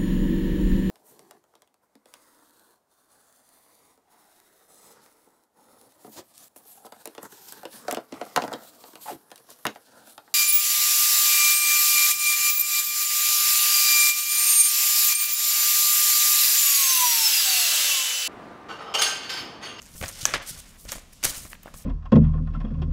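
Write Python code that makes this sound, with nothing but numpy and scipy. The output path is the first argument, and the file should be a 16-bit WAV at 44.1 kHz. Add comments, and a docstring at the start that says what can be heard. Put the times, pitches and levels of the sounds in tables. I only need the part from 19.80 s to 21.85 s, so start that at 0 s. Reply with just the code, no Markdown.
"""Sheets of paper are lifted, slid and set down on a wooden desk, close to a small microphone in a quiet room.
It starts with faint rustles and small snaps; at 0.2 s the hiss grows, and a very loud snap follows at 0.45 s.
Another snap and knock come at 0.54 s, then softer sliding, a snap at 1.12 s and a strong burst near 1.45 s.
After that the rustling fades to scattered small sounds. Filtered noise makes the friction hiss, the rustle
and the room; decaying sine tones make the snaps of the buckling paper, the desk knocks and the soft thumps."""
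import sys
import numpy as np
from scipy import signal
from scipy.fft import rfft, irfft
from scipy.io import wavfile
from scipy.ndimage import uniform_filter1d

SR = 44100
rng = np.random.default_rng(int(sys.argv[2]) if len(sys.argv) > 2 else 0)


def unload_audio(sound):
    """Save the sound as a 16-bit wav file, at the path given as the first command line argument."""
    columns = np.transpose(np.atleast_2d(sound))
    # keep every value between -1 and 1, then stretch to whole-number steps
    steps = np.round(np.clip(columns, -1, 1) * 32767)
    wavfile.write(sys.argv[1], SR, steps.astype(np.int16))


N = 90404


def amp(db):
    """Turns decibels into a plain multiplier."""
    return 10 ** (np.asarray(db) / 20)


def evened(x):
    """Scales a signal to an average (RMS) strength of 1."""
    return x / np.sqrt(np.mean(x ** 2) + 1e-20)


def read(points, hz):
    """Reads a table between its points, along a logarithmic pitch scale."""
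    f, value = np.transpose(points)
    return np.interp(np.log(hz + 1), np.log(f + 1), value)


def add(mix, s, sound):
    """Mixes a sound in, starting at s seconds."""
    part = mix[round(s * SR):][:len(sound)]
    part += sound[:len(part)]


def colour(x, spectrum):
    """Filters by a spectrum table, falling away steeply below its first point, and evens the strength."""
    hz = np.fft.rfftfreq(len(x), 1 / SR)
    low_cut = np.minimum(hz / spectrum[0][0], 1) ** 2
    return evened(irfft(rfft(x) * amp(read(spectrum, hz)) * low_cut, len(x)))


def grains(per_s, spread_db):
    """Dense tiny slips of random sign; a few are large."""
    size = amp(spread_db * np.minimum(rng.exponential(1, N), 4))
    happens = rng.random(N) < per_s / SR
    return size * rng.standard_normal(N) * happens


# How the paper is handled, one list per stretch. Each row: time in seconds, level of the sliding hiss in dB,
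# its top end in dB (TOP_REF_DB is neutral), level of the duller flexing rustle in dB,
# rumble through the desk in dB before RUMBLE_DB is added.
STROKES = [
    [(0.0, -78, -6, -77, -70), (0.01, -83, -7, -70, -75), (0.018, -51.5, -7, -57, -72),
     (0.046, -56, -6, -66, -66), (0.058, -56.5, -9, -58, -64), (0.12, -55, -5.5, -62.5, -61),
     (0.148, -50, -8.5, -73, -46), (0.156, -49.5, -3, -52.5, -46), (0.18, -45.5, -5.5, -65, -48),
     (0.2, -43.5, -4, -59, -54)],
    [(0.22, -44.5, -4, -46.5, -32), (0.24, -37, -10, -32.5, -40), (0.25, -41, -6.5, -42, -37),
     (0.272, -43, -7, -46.5, -46), (0.29, -36, -5.5, -44, -47), (0.31, -48, -7.5, -49.5, -48),
     (0.332, -46.5, -8.5, -61, -43), (0.358, -45, -9.5, -55, -69), (0.388, -41, -8.5, -50.5, -44),
     (0.44, -40.5, -9, -52, -60)],
    [(0.465, -33, -8, -40, -50), (0.481, -41.5, -8, -35, -43), (0.525, -45.5, -9, -39.5, -44)],
    [(0.548, -34.5, -13, -27.5, -33.5), (0.59, -54.5, -12, -41.5, -42), (0.606, -64, -27, -40.5, -42),
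     (0.624, -49.5, -7.5, -43, -52), (0.66, -52, -10, -51, -69), (0.67, -40.5, -6.5, -52, -53),
     (0.702, -32.5, -6.5, -50, -56), (0.718, -42, -9, -66, -45), (0.752, -45, -8.5, -52.5, -40),
     (0.8, -44.5, -7, -55, -46)],
    [(0.81, -51.5, -9, -63, -52), (0.858, -55.5, -8.5, -56, -62), (0.894, -54, -8, -62, -75),
     (0.966, -65, -5, -57, -55), (0.996, -51.5, -6, -81, -66), (1.036, -51.5, -4, -79, -65),
     (1.058, -56.5, -3, -53, -40), (1.076, -54, -8, -61, -48), (1.092, -37, -11.5, -44, -38),
     (1.108, -41.5, -8.5, -54, -60)],
    [(1.128, -37.5, -3, -36.5, -50), (1.146, -44.5, -10, -49, -48), (1.156, -43.5, -6, -43, -42),
     (1.17, -46, -8, -51.5, -43.5), (1.264, -68, -8, -63, -70), (1.318, -65, -7, -66, -62),
     (1.332, -52, -6, -58, -70), (1.34, -56.5, -7, -74, -72), (1.374, -60.5, -9, -80, -73),
     (1.418, -60, -11, -83, -59.5)],
    [(1.434, -37.5, -6, -38, -38), (1.452, -16, -7, -28, -33), (1.46, -29.5, -9, -36, -28),
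     (1.496, -31.5, -7, -43.5, -45), (1.55, -42.5, -8.5, -47, -51.5), (1.572, -35.5, -6.5, -47.5, -56),
     (1.602, -43.5, -7.5, -56, -45), (1.67, -48, -6, -53.5, -45), (1.688, -49.5, -4, -70, -64),
     (1.72, -49, -4.5, -52, -73)],
    [(1.745, -56, -3, -63, -70), (1.753, -54, -8, -46, -70), (1.767, -79, 0, -78, -55),
     (1.823, -83, -6, -75, -66), (1.833, -54.5, 4, -55.5, -61), (1.849, -80, 0, -66, -55),
     (1.857, -59, -4, -55.5, -59), (1.871, -68, -2, -54.5, -49), (1.917, -69, -2, -64.5, -60),
     (1.93, -84, -10, -65, -54)],
    [(1.948, -49, -9, -58, -38), (1.962, -53, -3, -58, -50), (1.974, -45, -5, -63, -48),
     (1.978, -50, -5, -70, -54), (1.99, -47.5, -5.5, -62, -53), (2.018, -51.5, -5, -57.5, -46),
     (2.026, -50, -7, -75, -60), (2.05, -68.5, -3, -56, -59)],
]
# Each number: time in seconds where one stretch gives way at once to the next.
CONTACTS = [0.2124, 0.454, 0.5385, .805, 1.1182, 1.4291, 1.733, 1.9388]


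def handling():
    """Joins the stretches: each level holds until the contact that starts the next."""
    rows = list(STROKES[0])
    for s, stroke in zip(CONTACTS, STROKES[1:]):
        rows.append((s - .001, *rows[-1][1:]))
        rows.append((s, *stroke[0][1:]))
        rows += list(stroke)
    return np.array(rows).T


# Colour of the sliding hiss. Each row: frequency in Hz, relative strength in dB per Hz.
HISS = [(880, -51), (1500, -6.5), (1580, -28.5), (2050, -9), (2620, -10.5), (2830, -3.5), (3470, -4),
        (5040, 1), (8960, 3.5), (15500, -4)]
GRAINS_PER_S, GRAIN_DB = 25000, 1.  # how many slips, and how much their sizes spread
# The tilt turns about a point near TOP_HZ; TOP_SLOPE is dB per octave for each dB of top end.
TOP_HZ, TOP_REF_DB, TOP_SLOPE = 8330, -6.5, 2.01
PATCH_DB, FLUTTER_DB = 1, 1.94  # random unevenness: in patches of time and pitch, and of the whole hiss


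def friction_hiss(s, hiss_db, top_db):
    """Fibres catch on the surface below in countless tiny slips, making a bright, uneven hiss."""
    slips = colour(grains(GRAINS_PER_S, GRAIN_DB), HISS)
    hz, t, z = signal.stft(slips, SR, nperseg=256, noverlap=192)
    patches = rng.standard_normal(z.shape)
    patches = uniform_filter1d(patches, size=6, axis=0)  # smooth over pitch
    patches = evened(uniform_filter1d(patches, size=14, axis=1))  # smooth over time
    flutter = evened(uniform_filter1d(rng.standard_normal(len(t)), size=4))
    octaves = np.log2((hz + 500) / TOP_HZ)[:, None]
    tilt = octaves * TOP_SLOPE * (np.interp(t, s, top_db) - TOP_REF_DB)
    z = z * amp(np.clip(tilt, -15, 15) + PATCH_DB * patches + FLUTTER_DB * flutter)
    uneven = signal.istft(z, SR, nperseg=256, noverlap=192)[1][:N]
    return uneven * amp(np.interp(np.arange(N) / SR, s, hiss_db))


# Colour of the flexing rustle. 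Each row: frequency in Hz, relative strength in dB per Hz.
FLEX = [(150, -88), (250, 5), (393, -1.5), (544, 6), (792, 1.5), (1450, 4), (1930, 5), (3650, -1),
        (5000, -13.5), (6500, -12), (11000, -120)]
FLEX_PER_S, FLEX_GRAIN_DB = 9000, 1.2  # how many slips, and how much their sizes spread


def flexing_rustle(s, flex_db):
    """The flexing sheet gives a duller rustle, made of sparser tiny slips."""
    rustle = colour(grains(FLEX_PER_S, FLEX_GRAIN_DB), FLEX)
    return rustle * amp(np.interp(np.arange(N) / SR, s, flex_db))


# Colour of the desk rumble. Each row: frequency in Hz, relative strength in dB per Hz.
RUMBLE = [(25, 3), (60, -3.5), (160, -2.5), (260, -17), (400, -24), (1000, -49)]
RUMBLE_DB = -6  # added to every rumble level


def desk_rumble(s, rumble_db):
    """Sliding shakes the desk: low noise follows the strokes."""
    rumble = colour(rng.standard_normal(N), RUMBLE)
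    return rumble * amp(np.interp(np.arange(N) / SR, s, rumble_db) + RUMBLE_DB)


def sliding():
    """Friction hiss, flexing rustle and desk rumble all follow the same handling of the paper."""
    s, hiss_db, top_db, flex_db, rumble_db = handling()
    return friction_hiss(s, hiss_db, top_db) + flexing_rustle(s, flex_db) + desk_rumble(s, rumble_db)


# Snaps of the buckling sheet. Each row: start in seconds, peak in dB before SNAP_DB is added,
# centre of colour in Hz, spread in octaves, time in seconds for the crackle to fall by 60 dB.
SNAPS = [(0.019, -29.5, 6600, 0.93, 0.0023), (0.0275, -35, 7500, 1.1, 0.006),
         (0.0557, -36, 5670.0, 1.1, 0.0054), (0.0625, -35, 6360.0, 1, 0.006),
         (0.0684, -38.9, 6790.0, 0.79, 0.006), (0.0764, -40, 5330.0, 1.17, 0.0072),
         (0.0808, -46, 4930.0, 1.1, 0.0051), (0.213, -22.5, 1420.0, 1.4, 0.0091),
         (0.2265, -22.5, 2060, 1.48, 0.0042), (0.236, -20.5, 1520, 1.15, 0.0046),
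         (0.2402, -29.5, 2730.0, 1.2, 0.006), (0.2595, -27, 3250, 1.2, 0.013),
         (0.2818, -20, 8270.0, 0.86, 0.0051), (0.2888, -21, 8200, 0.77, 0.0054),
         (0.43, -31, 4830.0, 1.35, 0.0072), (0.4541, 1.2, 5370, 1, 0.0078),
         (0.5379, -11.5, 2460, 0.91, 0.0063), (0.558, -18.3, 1790.0, 0.66, 0.0048),
         (0.9577, -46, 2040, 1.71, 0.0054), (1.0521, -36, 5160.0, 1.2, 0.0052),
         (1.0898, -27.5, 5050.0, 1.2, 0.0076), (1.119, -18.5, 6350, 1.16, 0.0044),
         (1.1199, -15, 5200, 1, 0.0067), (1.1274, -25.5, 4040.0, 1.7, 0.0082),
         (1.1529, -28.5, 3720, 1.3, 0.0079), (1.1625, -36, 4200.0, 1.64, 0.0051),
         (1.1827, -32, 2130, 1.8, 0.0051), (1.4309, -33, 3320.0, 1.1, 0.0046),
         (1.436, -25, 7340, 0.93, 0.0047), (1.4383, -9, 5200, 1.3, 0.0093),
         (1.446, -8.5, 8750, 0.65, 0.0039), (1.45, -13.5, 6200, 1.6, 0.012),
         (1.6505, -38.5, 2360, 2.2, 0.006), (1.731, -26.5, 2350, 0.96, 0.006),
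         (1.7519, -39.5, 2720, 0.64, 0.0048), (1.8335, -40, 9460.0, 1.18, 0.0055),
         (1.8591, -27, 700.0, 0.47, 0.0051), (1.8711, -33.5, 860, 0.28, 0.018),
         (1.8791, -35, 1830, 0.2, 0.0079), (1.9413, -32.5, 2700.0, 2.1, 0.0021)]
# Tones the sheet briefly rings with. Each row: frequency in Hz, relative level in dB,
# time in seconds to fall by 60 dB.
SHEET = [(570, -1, 0.004), (945, -12.5, 0.0059), (1160, 0.5, 0.0075), (1620, -2, 0.0046),
         (2355, -1, 0.0057), (3770, -1, 0.0023), (4440, 2, 0.0033), (6660, 11, 0.0023), (8800, 1, 0.0042),
         (11430, 2.5, 0.0054), (14500, -22, .003)]
CLICK_SHARE, SNAP_DB = 3.82, -0.5  # size of the first click beside the crackle; level added to every snap


def snaps():
    """A click and a dying crackle ring the modes of the sheet near the centre of colour."""
    out, t = np.zeros(N), np.arange(3000) / SR
    noise = rng.standard_normal((len(SNAPS), len(t)))
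    for (s, db, centre_hz, octaves, crackle_t60), crackle in zip(SNAPS, noise):
        ring = np.zeros(len(t))
        for k, (hz, mode_db, t60) in enumerate(SHEET):
            away = np.log2(hz / centre_hz) / max(octaves, .3)
            level = amp(mode_db - 10 * away ** 2 - 60 * t / t60)
            ring += (-1) ** k * level * np.sin(2 * np.pi * hz * t)
        drive = crackle * amp(-60 * t / max(crackle_t60, .001))
        drive[0] = CLICK_SHARE
        sound = signal.fftconvolve(drive, ring)[:len(t)]
        add(out, s, amp(db + SNAP_DB) * sound / abs(sound).max())
    return out


# Snaps that also knock the desk top. Each row: time in seconds, peak in dB, softness of the push in seconds.
KNOCKS = [(0.2124, -28, 0.00034), (.2267, -27.5, 0.0005), (0.2377, -26.5, 0.00029), (0.4538, -14, 0.00019),
          (0.5386, -12.5, 0.00015), (0.5473, -27, 0.00023), (1.052, -39.5, 0.00062),
          (1.1205, -30.5, 0.0003), (1.156, -35.5, 0.00047), (1.181, -41, 0.00041), (1.44, -34.5, 0.00049),
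          (1.4521, -21.5, 0.00027), (1.653, -36.5, 0.00032), (1.877, -39, .0005), (1.886, -38, 0.00033),
          (1.9413, -36.5, 0.00033)]
# Tones of the desk top. Each row: frequency in Hz, relative level in dB, time in seconds to fall by 60 dB.
DESK = [(562, -7, 0.023), (687, -3, 0.012), (1117, 3.5, 0.017), (1355, 5.5, 0.014), (1705, 5.5, 0.035),
        (2360, -3, 0.012), (3700, -24, .012)]


def knocks():
    """A short rounded push rings the desk top; softer pushes favour its low modes."""
    out, t = np.zeros(N), np.arange(3000) / SR
    ring = np.zeros(len(t))
    for k, (hz, db, t60) in enumerate(DESK):
        ring += (-1) ** k * amp(db - 60 * t / t60) * np.sin(2 * np.pi * hz * t)
    for s, db, soft in KNOCKS:
        push = np.exp(-(t[:200] / soft - 2) ** 2)
        sound = signal.fftconvolve(push, ring)
        add(out, s - 2 * soft, amp(db) * sound / abs(sound).max())  # the push is strongest at s
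    return out


# Soft thumps through the desk and puffs of air. Each row: start in seconds, level in dB of the swing
# before its rise and decay, pitch in Hz, time in seconds to fall by 60 dB.
THUMPS = [(0.149, -36, 40, .06), (.208, -29.5, 75, 0.1), (.236, -28, 80, 0.077), (.43, -30, 122, 0.062),
          (0.537, -43, 58.7, 0.066), (.708, -34.5, 150, 0.049), (1.054, -38, 45.3, 0.11),
          (1.165, -31.5, 40.2, .06), (1.45, -30.5, 73, 0.06), (1.5, -32.5, 34.8, 0.085),
          (1.574, -32.5, 50.3, 0.045), (1.649, -29.5, 78, 0.042), (1.855, -44, 90.5, 0.027)]
THUMP_RISE_S, THUMP_NOISE = 0.001, 0.22  # rise in seconds; share of rumble beside the swing


def thumps():
    """A low damped swing with a little rumble."""
    out, t = np.zeros(N), np.arange(12000) / SR
    noise = rng.standard_normal((len(THUMPS), len(t)))
    band = signal.butter(2, [40, 350], "band", fs=SR, output="sos")
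    for (s, db, hz, t60), n in zip(THUMPS, noise):
        rumble = evened(signal.sosfilt(band, n))
        swing = -np.sin(2 * np.pi * hz * t)
        shape = (1 - np.exp(-t / THUMP_RISE_S)) * amp(db - 60 * t / max(t60, .01))
        add(out, s, shape * (swing + THUMP_NOISE * rumble))
    return out


# How long reflections last. Each row: frequency in Hz, time in seconds to fall by 60 dB.
TAIL = [(300, 0.55), (1500, 0.51), (5000, 0.42), (12000, 0.29)]
TAIL_DB = -15.5  # strength of the reflections


def tail(x):
    """Reflections of the room, each band dying at its own speed."""
    n = np.arange(SR // 2)
    taps = rng.standard_normal(len(n)) * (n > 200)  # a short gap comes before the reflections
    hz, t, z = signal.stft(taps, SR, nperseg=256)
    decay = amp(-60 * t / read(TAIL, hz)[:, None])
    h = signal.istft(z * decay, SR, nperseg=256)[1]
    return amp(TAIL_DB) * signal.fftconvolve(x, h / np.linalg.norm(h))[:N]


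# Colour of the quiet room. Each row: frequency in Hz, relative strength in dB per Hz.
ROOM = [(12, -34), (20, 14.5), (122, -4), (157, 0), (225, -1), (323, -12), (857, -17), (1200, -16.5),
        (1410, -21.5), (1920, -22), (2090, -20.5), (6910, -20.5), (15500, -34)]
ROOM_DB = -52  # average (RMS) level


def room_noise():
    """The quiet room: steady noise, strongest in the bass."""
    return amp(ROOM_DB) * colour(rng.standard_normal(N), ROOM)


def scene():
    """Mixes all layers; only the snaps and knocks get reflections."""
    hits = snaps() + knocks()
    return (sliding() + hits + thumps() + tail(hits) + room_noise())[None]


EDGE_HZ = 15700  # top of the band


def record(dry):
    """Clips at full scale, then the band limit."""
    low_pass = signal.firwin(511, EDGE_HZ, window=("kaiser", 9), fs=SR)
    return signal.oaconvolve(np.clip(dry, -1, 1), low_pass[None], "same")


dry = scene()
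out = record(dry)
unload_audio(out)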